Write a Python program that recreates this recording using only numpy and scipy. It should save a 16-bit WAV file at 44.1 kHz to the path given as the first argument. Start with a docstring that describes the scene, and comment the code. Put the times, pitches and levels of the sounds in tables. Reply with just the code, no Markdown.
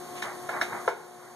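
"""Printing hall: a thin metal plate is pushed onto a press cylinder. It slides and chatters in dense
slips, knocks three times and seats with a dull clank. Blows ring the damped plate and its free sheet;
the edge fizzes on the steel. Machines hum and air hisses behind, all through a microphone pair.
The gain control ducks at the clank and stays down."""
import sys
import numpy as np
from scipy import signal
from scipy.fft import rfft, irfft
from scipy.io import wavfile
from scipy.ndimage import uniform_filter1d

SR = 44100
rng = np.random.default_rng(int(sys.argv[2]) if len(sys.argv) > 2 else 0)


def int16_out(signal):
    """Quantize to a 16-bit WAV file."""
    q = np.round(np.clip(np.atleast_2d(signal).T, -1, 1) * 32767)
    wavfile.write(sys.argv[1], SR, q.astype(np.int16))


N = 59535
T = np.arange(N) / SR

# plate knocks: (time [s], level per register [dB], span pitch [Hz], span level [dB],
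# rattle level [dB], rattle t60 [s], sizzle level [dB])
KNOCKS = [(.2215, (-33, -29, -23, -23, -29.5), 1737, -20.5, -1.5, 0.03, -33),
          (.4903, (-40, -12.5, -20, -24.5, -42.5), 1710, -23.5, 2.5, 0.26, -39.5),
          (.6128, (-28, -11, -19.5, -16, -28), 1470, -13.5, 2, 0.12, -29), (0.878, (4, -2.5, 1, -11, -29),
          1362, -11, -5, 0.16, -29.5)]
# knock registers: (frequency [Hz])
REGISTERS_HZ = (450, 700, 920, 1600, 4500)
# damped modes of the plate on the cylinder: (frequency [Hz], level [dB], t60 [s])
BODY_MODES = [(362.7, -18.5, 0.071), (429, -5, 0.021), (508, -5.5, 0.014), (480, -29.5, 0.39),
              (694, -14.5, 0.047), (779.5, -20, 0.072), (892, -9, 0.02), (1048, -13.5, 0.037),
              (1407, -2, 0.015), (1648, -2, 0.014), (2170, 1.5, 0.011), (3808, -7.5, 0.02),
              (5436, -1.5, 0.0075)]
# ringing modes of the free sheet: (frequency [Hz], level [dB], t60 [s])
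SHEET_MODES = [(480, -8, .45), (585, -8, .12), (690, -2, .12), (765, -4, .22), (850, -5, .15),
               (940, -2, .18), (985, -1, .12), (1070, 1, .18), (1260, -4, .18), (1370, -2, .1),
               (1432, 0, .18), (1515, -1, .15), (1623, 0, .18), (1712, -2, .15), (2072, -6, .15),
               (2305, -10, .1), (3838, -14, .2)]
# echoes off the press: (delay [s], left [dB], right [dB])
ECHOES = [(.0026, -43, -9), (.0048, -18, -16)]
# pushes: (time [s], length [s], rub level [dB], sizzle level [dB])
SLIDES = [(0.146, 0.04, -53, -41.5), (0.227, 0.065, -36.5, -93), (0.515, 0.056, -33, -71),
          (0.676, 0.029, -38.5, -80), (0.711, 0.041, -37, -68), (0.762, 0.18, -52, -66),
          (1.204, 0.065, -45.5, -81)]
# plate catches and lets go: (time [s], level [dB])
CATCHES = [(0.303, -55), (0.5341, -42), (0.553, -47), (0.7242, -38.5), (0.748, -44)]
# plate rubbing the cylinder: (frequency [Hz], relative density [dB])
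RUB_SPECTRUM = [(60, -49), (130, -10), (250, -4), (400, -7), (650, 2.5), (1100, 6), (1700, 0), (2200, 2.5),
                (2900, -26), (4000, -43), (12000, -52)]
# edge on steel: (frequency [Hz], relative density [dB])
SIZZLE_SPECTRUM = [(1000, 0), (2500, 14), (3700, 6), (6000, 3.5), (8500, 2), (12500, -7.5)]
# motor whine: (harmonic number, level [dB])
WHINE = [(1, -48.5), (2, -48), (3, -53)]
# drones of other machines: (frequency [Hz], level [dB])
DRONES = [(153.3, -63.5), (233.2, -61.5), (317, -64)]
# hall air and machinery: (frequency [Hz], relative density [dB])
AIR_SPECTRUM = [(25, -32), (55, -43), (80, -10), (115, -1.5), (200, -3.5), (290, -1.5), (380, 0.5),
                (800, 2), (1200, -1.5), (2000, -5.5), (2900, -12), (4000, -11), (7500, -10), (12500, -14.5)]
# microphone likeness: (frequency [Hz], correlation [clipped to -1..1 in use])
COHERENCE = [(60, -0.7), (150, 0.45), (400, 0.13), (700, 0.62), (1300, 0.6), (2100, 0.2), (3800, 0),
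             (8000, 1.8)]
# microphone balance: (frequency [Hz], left minus right [dB])
BALANCE = [(100, 0), (230, 3), (350, 7.5), (470, 5.5), (700, 2), (1100, -1), (2100, -4), (3500, 0)]
# microphone phase: (frequency [Hz], left lead [rad])
PHASE_LEAD = [(60, -0.59), (120, 0.015), (300, -0.63), (500, -1.25), (700, -0.77), (1100, 1), (1600, 0.85),
              (2400, 0.92), (5000, 1)]


def knocks():
    """Blows, rattle and hall tail drive body and sheet; the loose span nearby rings at its own pitch."""
    touch_lead_s, touch_db = 0.001717, -13.5
    hall_db, hall_t60_s = -8, 0.69
    span_t60_s, swell_t60_s = 0.032, 0.0088
    sheet_db, rattle_db_per_octave = -31.5, 3
    out = np.zeros((2, N))
    for start_s, registers_db, span_hz, span_db, rattle_db, rattle_t60_s, _ in KNOCKS:
        blow = np.zeros((2, N))
        blow[:, int(start_s * SR)] = -1
        blow[:, int((start_s - touch_lead_s) * SR)] -= from_db(touch_db)   # edge touches first
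        for delay_s, left_db, right_db in ECHOES:
            blow[:, int((start_s + delay_s) * SR)] += from_db([left_db, right_db])
        tail = from_db(rattle_db) * decay(start_s, rattle_t60_s)
        tail += from_db(hall_db) * decay(start_s, hall_t60_s)
        rattle = tail * diffuse(rng.standard_normal((2, N)))
        colour = list(zip(REGISTERS_HZ, registers_db))
        for modes, modes_db in ((BODY_MODES, 0), (SHEET_MODES, sheet_db)):
            for k, (hz, db, t60_s) in enumerate(modes):
                force = blow + from_db(rattle_db_per_octave * np.log2(hz / 1000)) * rattle
                out += (-1) ** k * from_db(db + modes_db + at_hz(colour, hz)) * ring(force, hz, t60_s)
        out += from_db(span_db) * (ring(blow, span_hz, span_t60_s) - ring(blow, span_hz, swell_t60_s))
    return low_cut(out)


def slides(slips_per_s=2000, spread_db=1, sheet_db=-5, rub_db=0.5):
    """Dense uneven slips rub the plate over the cylinder and ring the sheet."""
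    sizes = from_db(spread_db * np.minimum(rng.exponential(1, (2, N)), 4))
    signs = rng.choice([-1, 1], (2, N))
    slips = sizes * signs * (rng.random((2, N)) < slips_per_s / SR)
    force = diffuse(slips)
    sheet = sum((-1) ** k * from_db(db) * ring(force, hz, t60_s)
                for k, (hz, db, t60_s) in enumerate(SHEET_MODES))
    rub = diffuse(slips, RUB_SPECTRUM)
    envelope = pushes([db for _, _, db, _ in SLIDES])
    return envelope * (from_db(sheet_db) * unit_rms(sheet) + from_db(rub_db) * rub)


def pushes(levels_db, attack_s=0.022, release_s=0.047):
    """Sliding envelope: each push rises, holds and dies away."""
    envelope = np.zeros(N)
    for (start_s, length_s, *_), db in zip(SLIDES, levels_db):
        rise = np.clip((T - start_s) / attack_s, 0, 1)
        fall = np.exp(-np.maximum(T - start_s - length_s, 0) / release_s)
        envelope += from_db(db) * rise * fall
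    return envelope


def sizzle(attack_s=0.0044, t60_s=0.18):
    """The thin edge fizzes on the steel after each knock and, faintly, while sliding."""
    envelope = pushes([db for *_, db in SLIDES])
    for start_s, *_, db in KNOCKS:
        age_s = np.maximum(T - start_s, 0)
        envelope += np.minimum(age_s / attack_s, 1) * from_db(db - 60 * age_s / t60_s)
    return envelope * diffuse(rng.standard_normal((2, N)), SIZZLE_SPECTRUM)


def catches(t60_s=0.08):
    """Each catch flicks the sheet modes; the hands damp them to a light tick."""
    times_s, levels_db = np.transpose(CATCHES)
    strengths = from_db(levels_db)[:, None] * rng.choice([-1, 1], (len(CATCHES), len(SHEET_MODES)))
    out = np.zeros((2, N))
    for k, (hz, db, _) in enumerate(SHEET_MODES):
        flicks = np.zeros(N)
        flicks[(times_s * SR).astype(int)] = strengths[:, k]
        out += from_db(db) * ring(flicks, hz, t60_s)
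    return low_cut(out)


def machine_hum(motor_hz=359.8, waver_hz=14, waver_db=1.9, waver_rad=0.14):
    """Motor whine and low drones, wavering in level and phase."""
    tones = [(motor_hz * harmonic, db) for harmonic, db in WHINE] + DRONES
    out = np.zeros((2, N))
    for hz, db in tones:
        amplitude = np.sqrt(2) * from_db(db + waver_db * drift(waver_hz))
        phase_rad = 2 * np.pi * hz * T + waver_rad * drift(waver_hz)
        out += balance(hz) * amplitude * np.sin(phase_rad)
    return out


def hall_air(level_db=-41.5):
    """Steady diffuse rush of air."""
    return from_db(level_db) * diffuse(rng.standard_normal((2, N)), AIR_SPECTRUM)


def microphone_pair(x, notch_spacing_hz=2605):
    """Differential pair: sides out of step; above the bass, sum and difference cancel in turn."""
    hz = np.fft.rfftfreq(2 * N, 1 / SR)
    shift_rad = at_hz(PHASE_LEAD, hz) * np.array([[.5], [-.5]])
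    left, right = rfft(x, 2 * N) * np.exp(1j * shift_rad)
    comb_rad = np.pi * hz / notch_spacing_hz
    mid = (left + right) / 2 * np.abs(np.sin(np.maximum(comb_rad, np.pi / 2)))
    side = (left - right) / 2 * np.abs(np.cos(comb_rad))
    return irfft(np.array([mid + side, mid - side]))[:, :N]


def ring(force, hz, t60_s):
    """One mode in stereo: a click starts a decaying sine."""
    radius, step_rad = from_db(-60 / (t60_s * SR)), 2 * np.pi * hz / SR
    feedback = [1, -2 * radius * np.cos(step_rad), radius ** 2]
    return balance(hz) * signal.lfilter([0, np.sin(step_rad)], feedback, force + 1e-18)


def low_cut(x, cutoff_hz=280):
    """The thin plate radiates little bass."""
    return signal.sosfilt(signal.butter(2, cutoff_hz, "high", fs=SR, output="sos"), x)


def diffuse(pair, spectrum=None):
    """Two independent signals to a diffuse stereo field, rms 1; a spectrum colours and pans it."""
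    hz = np.fft.rfftfreq(N, 1 / SR)
    mid, side = rfft(pair)
    coherence = np.clip(at_hz(COHERENCE, hz), -1, 1)
    field = np.sqrt(1 + coherence) * mid + np.sqrt(1 - coherence) * side * [[1], [-1]]
    if spectrum is not None:
        field = field * from_db(at_hz(spectrum, hz)) * balance(hz)
    return unit_rms(irfft(field, N))


def decay(start_s, t60_s):
    """Exponential decay, unit energy."""
    shape = (T >= start_s) * from_db(-60 * np.maximum(T - start_s, 0) / t60_s)
    return shape / np.sqrt(np.sum(shape ** 2))


def drift(corner_hz):
    """Slow random wander, rms 1."""
    hz = np.fft.rfftfreq(2 * N, 1 / SR)
    spectrum = rfft(rng.standard_normal(2 * N)) / (1 + (hz / corner_hz) ** 2)
    return unit_rms(irfft(spectrum)[:N])


def balance(hz):
    """Left and right gains at a frequency."""
    return from_db(np.array([[.5], [-.5]]) * at_hz(BALANCE, hz))


def at_hz(table, hz):
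    """Interpolate on a log-frequency axis."""
    points_hz, values = np.transpose(table)
    return np.interp(np.log(hz + 1e-9), np.log(points_hz), values)


def unit_rms(x):
    """Scale to rms 1."""
    return x / np.sqrt(np.mean(x ** 2) + 1e-20)


def from_db(db):
    """Decibels to gain."""
    return 10 ** (np.asarray(db) / 20)


def scene():
    """The plate in front of running machinery."""
    return microphone_pair(knocks() + slides() + sizzle() + machine_hum() + hall_air() + catches())


def record(dry, limit_db=-20, detect_s=0.014, attack_s=0.00089, cutoff_hz=12700):
    """Gain control with fast attack and no recovery, then a steep low-pass."""
    power = uniform_filter1d(np.mean(dry ** 2, axis=0), int(detect_s * SR))
    over_db = np.maximum(10 * np.log10(np.abs(power) + 1e-12) - limit_db, 0)
    held_db = np.maximum.accumulate(over_db)
    pole = np.exp(-1 / (attack_s * SR))
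    duck_db = signal.lfilter([1 - pole], [1, -pole], held_db)
    low_pass = signal.ellip(12, .1, 90, cutoff_hz, fs=SR, output="sos")
    return signal.sosfilt(low_pass, dry * from_db(-duck_db))


dry = scene()
out = record(dry)
int16_out(out)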